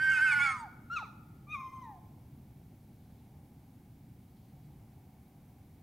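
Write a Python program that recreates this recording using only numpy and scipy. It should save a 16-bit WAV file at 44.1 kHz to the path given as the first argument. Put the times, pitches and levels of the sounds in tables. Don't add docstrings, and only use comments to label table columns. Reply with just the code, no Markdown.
import sys
import numpy as np
from scipy import signal
from scipy.fft import rfft, irfft
from scipy.io import wavfile
from scipy.ndimage import uniform_filter1d

SR = 44100
rng = np.random.default_rng(int(sys.argv[2]) if len(sys.argv) > 2 else 0)


def wav_out(sig):
    wavfile.write(sys.argv[1], SR, np.round(np.clip(np.atleast_2d(sig).T, -1, 1) * 32767).astype(np.int16))


N = 256662
T = np.arange(N) / SR
HZ = np.fft.rfftfreq(N, 1 / SR)

# time in seconds, pitch in Hz.
SCREAM_PITCH = [(0, 1517), (0.029, 1559), (.16, 1548), (0.199, 1477), (0.227, 1556), (0.251, 1560),
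                (.28, 1507), (0.321, 1464), (.43, 1433), (.475, 1349), (.57, 1203)]
# time in seconds, pitch in Hz, level in dB, jaw opening from 0 to 1.
WAIL_CURVES = [
    [(.115, 1465, -34.5, 0.3), (.145, 1312, -39.5, 0.47), (.175, 1240, -37, 0.79), (.215, 1328, -45, .4)],
    [(.25, 1352, -38.5, 0.1), (.28, 1320, -36, .66), (.31, 1212, -32, .66), (.333, 1099, -28, .8),
     (.347, 1043, -35, .8)],
    [(.39, 1091, -32.5, 0.72), (.405, 1107, -27, 0.68), (.44, 1161, -30.5, 0.88), (.5, 1083, -30.5, 0.7),
     (.53, 1077, -40, .62), (.555, 1045, -44, .15), (.59, 957, -46.5, 0.33), (.635, 897.5, -39, .1),
     (.68, 712, -52, 0.38)],
]
YELP_CURVE = [(.904, 1341, -37, 0), (.938, 1437, -33.5, .24), (.955, 1386, -37.5, 0.21),
              (.97, 1292, -28.5, .43), (.988, 1180, -38.5, 0.46), (1.005, 940, -47, 0.2),
              (1.028, 815, -41.5, 0.1), (1.035, 523, -65, .05), (1.052, 380, -59, .05)]
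WHINE_CURVE = [(1.472, 1176, -58, 0.33), (1.528, 1260, -37.5, 0.71), (1.548, 1188, -32, 0.49),
               (1.575, 1049, -43, 0.21), (1.685, 1046, -42.5, 0.13), (1.72, 1034, -56.5, 0.4),
               (1.74, 1054, -41.5, .02), (1.82, 1030, -46, .17), (1.86, 920, -49, 0.31),
               (1.9, 856, -46, 0.034), (1.99, 677.5, -60, .01)]
# frequency in Hz, gain in dB.
SCREAM_MOUTH = [(4000, -0.5), (4650, 3.5), (6100, -15), (7600, -1.5), (9000, -10.5), (10700, -1.5),
                (11300, -11.5), (11700, -29), (15000, -39)]
WAIL_MOUTH = [(2900, -4), (3450, 3.5), (3900, -6), (4600, 0), (5500, -8), (6700, -0.5), (7600, -9),
              (8500, 3.5), (9100, -7), (9700, -4.5), (11000, -19.5), (11700, -34), (14000, -41.5)]
YELP_MOUTH = [(2500, -2), (3900, 8.5), (5000, -9), (5800, 5), (7000, -8), (8500, -13), (11000, -30)]
WHINE_MOUTH = [(2600, -8), (3100, -5.5), (3550, 1.5), (3800, 4.5), (4200, -19), (4900, -26), (5300, -4),
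               (6000, -7), (6500, -4), (7200, -22), (8200, -11), (9500, -26), (10800, -7), (13000, -32)]
# frequency in Hz, gain in dB.
RATTLE_SPECTRUM = [(300, -59), (620, -39), (780, -8), (865, -4.5), (935, -13.5), (1220, -14.5),
                   (1550, -6.5), (1800, 0.5), (1990, -8.5), (2170, 3.5), (2450, -9.5), (2800, -15.5),
                   (3600, -26), (4300, -31.5), (5200, -19), (6300, -34.5), (8500, -26), (9500, -31.5),
                   (11000, -30), (14000, -49.5)]
RASP_SPECTRUM = [(500, -20), (900, -0.5), (1400, 7.5), (2400, 8), (3600, 3), (16000, 1.5)]
# start in seconds, level before filtering in dB.
THROAT_CATCHES = [(.102, -35.5), (.119, -35.5), (.134, -32.5)]
# delay in seconds, gain in dB, left minus right in dB.
HOUSE_ECHOES = [(.061, -7, -1), (.134, -23, -1)]
# band centre in Hz, 60 dB decay time in seconds, gain in dB.
REVERB_BANDS = [(700, 0.86, -11.5), (1420, 1, -12.5), (2505, 0.78, -18), (4425, 0.46, -4),
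                (9120, 0.29, -16)]
# time in seconds, level in dB.
TYRE_LEVELS = [(0, -65.5), (1.1, -72), (2.2, -69.5), (2.95, -72.5), (3.3, -69.5), (4.1, -73), (4.75, -69.5),
               (5.82, -71)]
# peak time in seconds, pitch in Hz, peak level in dB.
ENGINE_SWELLS = [(.4, 122, -48), (2.35, 143, -63), (4.65, 143.7, -49), (5.8, 140, -55)]
# peak time in seconds, length in seconds, level in dB.
RUSTLE_SWELLS = [(3.102, 0.32, -82), (4.498, .5, -83.5)]
# frequency in Hz, gain in dB.
RUMBLE_SPECTRUM = [(15, -46.5), (25, -16.5), (40, -15.5), (75, -4), (134, -0.5), (172, -7), (228, -6.5),
                   (280, -10.5), (450, -26), (574, -28.5), (640, -27.5), (830, -54), (1410, -120)]
RUMBLE_SIDE_BOOST = [(25, 7), (80, -0.5), (170, -0.5), (350, 7.5), (600, 8.5)]
TYRE_SPECTRUM = [(400, -9), (620, -13), (740, -2.5), (820, -2.5), (950, -10.5), (1300, -21), (1900, -28.5),
                 (2250, -16), (2600, -34), (4000, -39.5)]
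RUSTLE_SPECTRUM = [(1500, -20), (3000, -2), (4000, 0), (5500, -8), (10000, -13)]
HISS_SPECTRUM = [(500, -6), (1500, 2), (3000, -1.5), (5000, -4), (8000, -6), (10000, -3.5), (12000, -1),
                 (15700, -1)]
# frequency in Hz, phase in radians.
PORT_PHASE = [(1000, -0.088), (1420, 0.68), (2000, -0.069), (2580, -.22), (3200, -0.047), (4500, 0)]


def scream(top_hz=1550, base_db=-25, push_db_per_s=9, sag_db_per_hz=.042, attack_s=.035, release_s=.1):
    sag_hz = top_hz - in_time(SCREAM_PITCH)[0]
    start_s, end_s = SCREAM_PITCH[0][0], SCREAM_PITCH[-1][0]
    envelope_db = np.interp(T, [start_s, start_s + attack_s, end_s - release_s, end_s], [-3, 0, 0, -5])
    db = base_db + push_db_per_s * (T - start_s) - sag_db_per_hz * sag_hz + envelope_db
    tone, pitch_hz, phase = voice(SCREAM_PITCH, (db, db - 24, db - 37), SCREAM_MOUTH, jitter=.0025,
                                  wobble=.002, shimmer_db=.6, rasp_db=-1, flicker_db=3)
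    rattle_db = db + envelope_db - 19 + .038 * sag_hz
    return tone + rattle(pitch_hz, phase, rattle_db)


def rattle(pitch_hz, phase, level_db, waver_db=3, blur_rad=.2, fade_from_s=.515, fade_db_per_s=350.5):
    gate, lines = call_gate(SCREAM_PITCH), np.zeros(N)
    on = gate > 0
    waver, slip_rad = drift(46), blur_rad * drift(120)
    for k in [n / 5 for n in range(2, 45) if n % 5]:
        line_db = at_hz(RATTLE_SPECTRUM, k * pitch_hz[on]) + waver_db * shifted(waver)[on]
        offset_rad = rng.uniform(0, 2 * np.pi) + max(k - 1, 0) * shifted(slip_rad)[on]
        lines[on] += from_db(line_db) * np.sin(k * phase[on] + offset_rad)
    fade_db = fade_db_per_s * np.maximum(T - fade_from_s, 0)
    return gate * lines * from_db(level_db - fade_db)


def cry(curve, mouth, overtones_db, follow, medium_db=-40, slack_hz=940, bloom_s=.011, **texture):
    pitch_hz, db, jaw = in_time(curve)
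    opening = np.clip(jaw, 0, 1) - .5
    octave_lead_db = 59.5 * opening
    fundamental_db = db - 10 * np.log10(1 + from_db(octave_lead_db) ** 2)
    bloom_db = 13 * np.exp(-np.maximum(T - curve[0][0], 0) / bloom_s)
    slack_db = .24 * np.maximum(slack_hz - pitch_hz, 0)
    upper_db = overtones_db + follow * (db - medium_db) + 7.5 * opening - slack_db - bloom_db
    return voice(curve, (fundamental_db, fundamental_db + octave_lead_db, upper_db), mouth, **texture)[0]


def voice(curve, levels_db, mouth, jitter, wobble, shimmer_db, rasp_db, flicker_db):
    pitch_hz = in_time(curve)[0]
    fundamental_db, octave_db, upper_db = levels_db
    gate = call_gate(curve)
    on = gate > 0
    slide_per_s = uniform_filter1d(np.abs(np.gradient(np.log(pitch_hz))) * SR, size=700)
    roughness = 1 + np.minimum(slide_per_s / 4, 2)
    unsteady_hz = pitch_hz * (1 + wobble * drift(40) + jitter * roughness * drift(350))
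    phase = 2 * np.pi * np.cumsum(unsteady_hz) / SR
    tone = from_db(fundamental_db) * np.sin(phase) + from_db(octave_db) * np.sin(2 * phase)
    wander_db = flicker_db * drift(32)
    for k in range(3, 13):
        harmonic_db = upper_db[on] + at_hz(mouth, k * pitch_hz[on]) + shifted(wander_db)[on]
        tone[on] += from_db(harmonic_db) * np.sin(k * phase[on])
    pulsed_air = noise(RASP_SPECTRUM, mouth) * (1 + .4 * np.cos(phase))
    rasp = from_db(upper_db + rasp_db) * roughness * pulsed_air
    return gate * (tone * from_db(shimmer_db * drift(180)) + rasp), pitch_hz, phase


def call_gate(curve, fade_s=.0055):
    return np.clip(np.minimum(T - curve[0][0], curve[-1][0] - T) / fade_s + 1, 0, 1)


def throat_catches(decay_s=.002):
    bursts = sum(from_db(db) * (T >= s) * np.exp(-np.abs(T - s) / decay_s) for s, db in THROAT_CATCHES)
    return bandpass(bursts * rng.standard_normal(N), 6000, 7600)


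def street(calls, build_up_s=.011):
    thin = bandpass(calls, 1050, 2200)
    echoes = sum(panned(from_db(db) * np.interp(T - delay_s, T, thin, left=0), pan_db)
                 for delay_s, db, pan_db in HOUSE_ECHOES)
    t, tail = T[:SR], 0
    white = rfft(rng.standard_normal((2, SR)))
    log_hz = np.log(np.arange(white.shape[1]) + 1)
    log_centres = np.log([row[0] for row in REVERB_BANDS])
    for share, (_, t60_s, db) in zip(np.eye(len(REVERB_BANDS)), REVERB_BANDS):
        band = irfft(white * np.interp(log_hz, log_centres, share), SR)
        decay = from_db(-60 * t / t60_s) * (1 - np.exp(-t / build_up_s))
        tail = tail + from_db(db) * band * decay / np.linalg.norm(decay)
    return echoes + signal.fftconvolve(wide(*tail, side_db=-5), calls[None], axes=1)[:, :N]


def traffic(rumble_db=-53, ease_db_per_s=.5346, swell_db_per_s=83.5):
    rumble = wide(noise(RUMBLE_SPECTRUM), noise(RUMBLE_SPECTRUM, RUMBLE_SIDE_BOOST), side_db=-29.5)
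    rumble *= from_db(rumble_db - ease_db_per_s * T)
    tyres = wide(noise(TYRE_SPECTRUM), noise(TYRE_SPECTRUM), side_db=-13.5)
    tyres *= from_db(in_time(TYRE_LEVELS)[0])
    engine_hz = in_time(ENGINE_SWELLS)[0] * (1 + .09 * drift(15))
    swells = sum(from_db(db - swell_db_per_s * np.abs(T - s)) for s, _, db in ENGINE_SWELLS)
    engine = swells * np.sin(2 * np.pi * np.cumsum(engine_hz) / SR)
    return rumble + tyres + engine


def rustles(patchy_db=3):
    swells = sum(from_db(db) * np.exp(-(2 * (T - s) / length_s) ** 2) for s, length_s, db in RUSTLE_SWELLS)
    return swells * from_db(patchy_db * drift(20)) * noise(RUSTLE_SPECTRUM)


def microphone_hiss(level_db=-73):
    return from_db(level_db) * wide(noise(HISS_SPECTRUM), noise(HISS_SPECTRUM), side_db=-7.5)


def from_db(db):
    return 10 ** (np.asarray(db) / 20)


def unit_rms(x):
    return x / np.sqrt(np.mean(x ** 2) + 1e-20)


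def in_time(rows):
    times_s, *columns = np.transpose(rows)
    return [np.interp(T, times_s, column) for column in columns]


def at_hz(spectrum, hz):
    points_hz, values = np.transpose(spectrum)
    return np.interp(np.log(hz + 1), np.log(points_hz), values)


def drift(rate_hz):
    return unit_rms(irfft(rfft(rng.standard_normal(N)) / (1 + (HZ / rate_hz) ** 2), N))


def shifted(x):
    return np.roll(x, rng.integers(N))


def noise(*spectra):
    gain = from_db(sum(at_hz(spectrum, HZ) for spectrum in spectra))
    return unit_rms(irfft(rfft(rng.standard_normal(N)) * gain, N))


def bandpass(x, low_hz, high_hz):
    return signal.sosfilt(signal.butter(2, [low_hz, high_hz], "band", fs=SR, output="sos"), x + 1e-18)


def wide(mid, side, side_db):
    return mid + from_db(side_db) * side * np.array([[1], [-1]])


def panned(x, pan_db):
    return x * from_db(np.array([[.5], [-.5]]) * pan_db)


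def scene():
    wails = sum(cry(curve, WAIL_MOUTH, overtones_db=-63.5, follow=.45, jitter=.002, wobble=.007,
                    shimmer_db=1, rasp_db=-9, flicker_db=4) for curve in WAIL_CURVES)
    yelp = cry(YELP_CURVE, YELP_MOUTH, overtones_db=-67.5, follow=.92, jitter=.006, wobble=.002,
               shimmer_db=.5, rasp_db=-6, flicker_db=3)
    whine = cry(WHINE_CURVE, WHINE_MOUTH, overtones_db=-69, follow=.85, jitter=.005, wobble=.005,
                shimmer_db=.6, rasp_db=-10, flicker_db=5.5)
    duet = panned(scream(), pan_db=-3.3) + panned(wails + throat_catches(), pan_db=-2)
    late_calls = panned(yelp + whine, pan_db=1.85)
    to_walls = (from_db(-5) * duet + late_calls).mean(axis=0)
    hiss = microphone_hiss()
    return duet + late_calls + street(to_walls) + traffic() + rustles() + hiss


def record(dry, cutoff_hz=15750):
    phase_rad = at_hz(PORT_PHASE, np.fft.rfftfreq(2 * N, 1 / SR))
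    right = irfft(rfft(dry[1], 2 * N) * np.exp(1j * phase_rad))[:N]
    return signal.sosfilt(signal.ellip(12, .1, 90, cutoff_hz, fs=SR, output="sos"), [dry[0], right])


dry = scene()
out = record(dry)
wav_out(out)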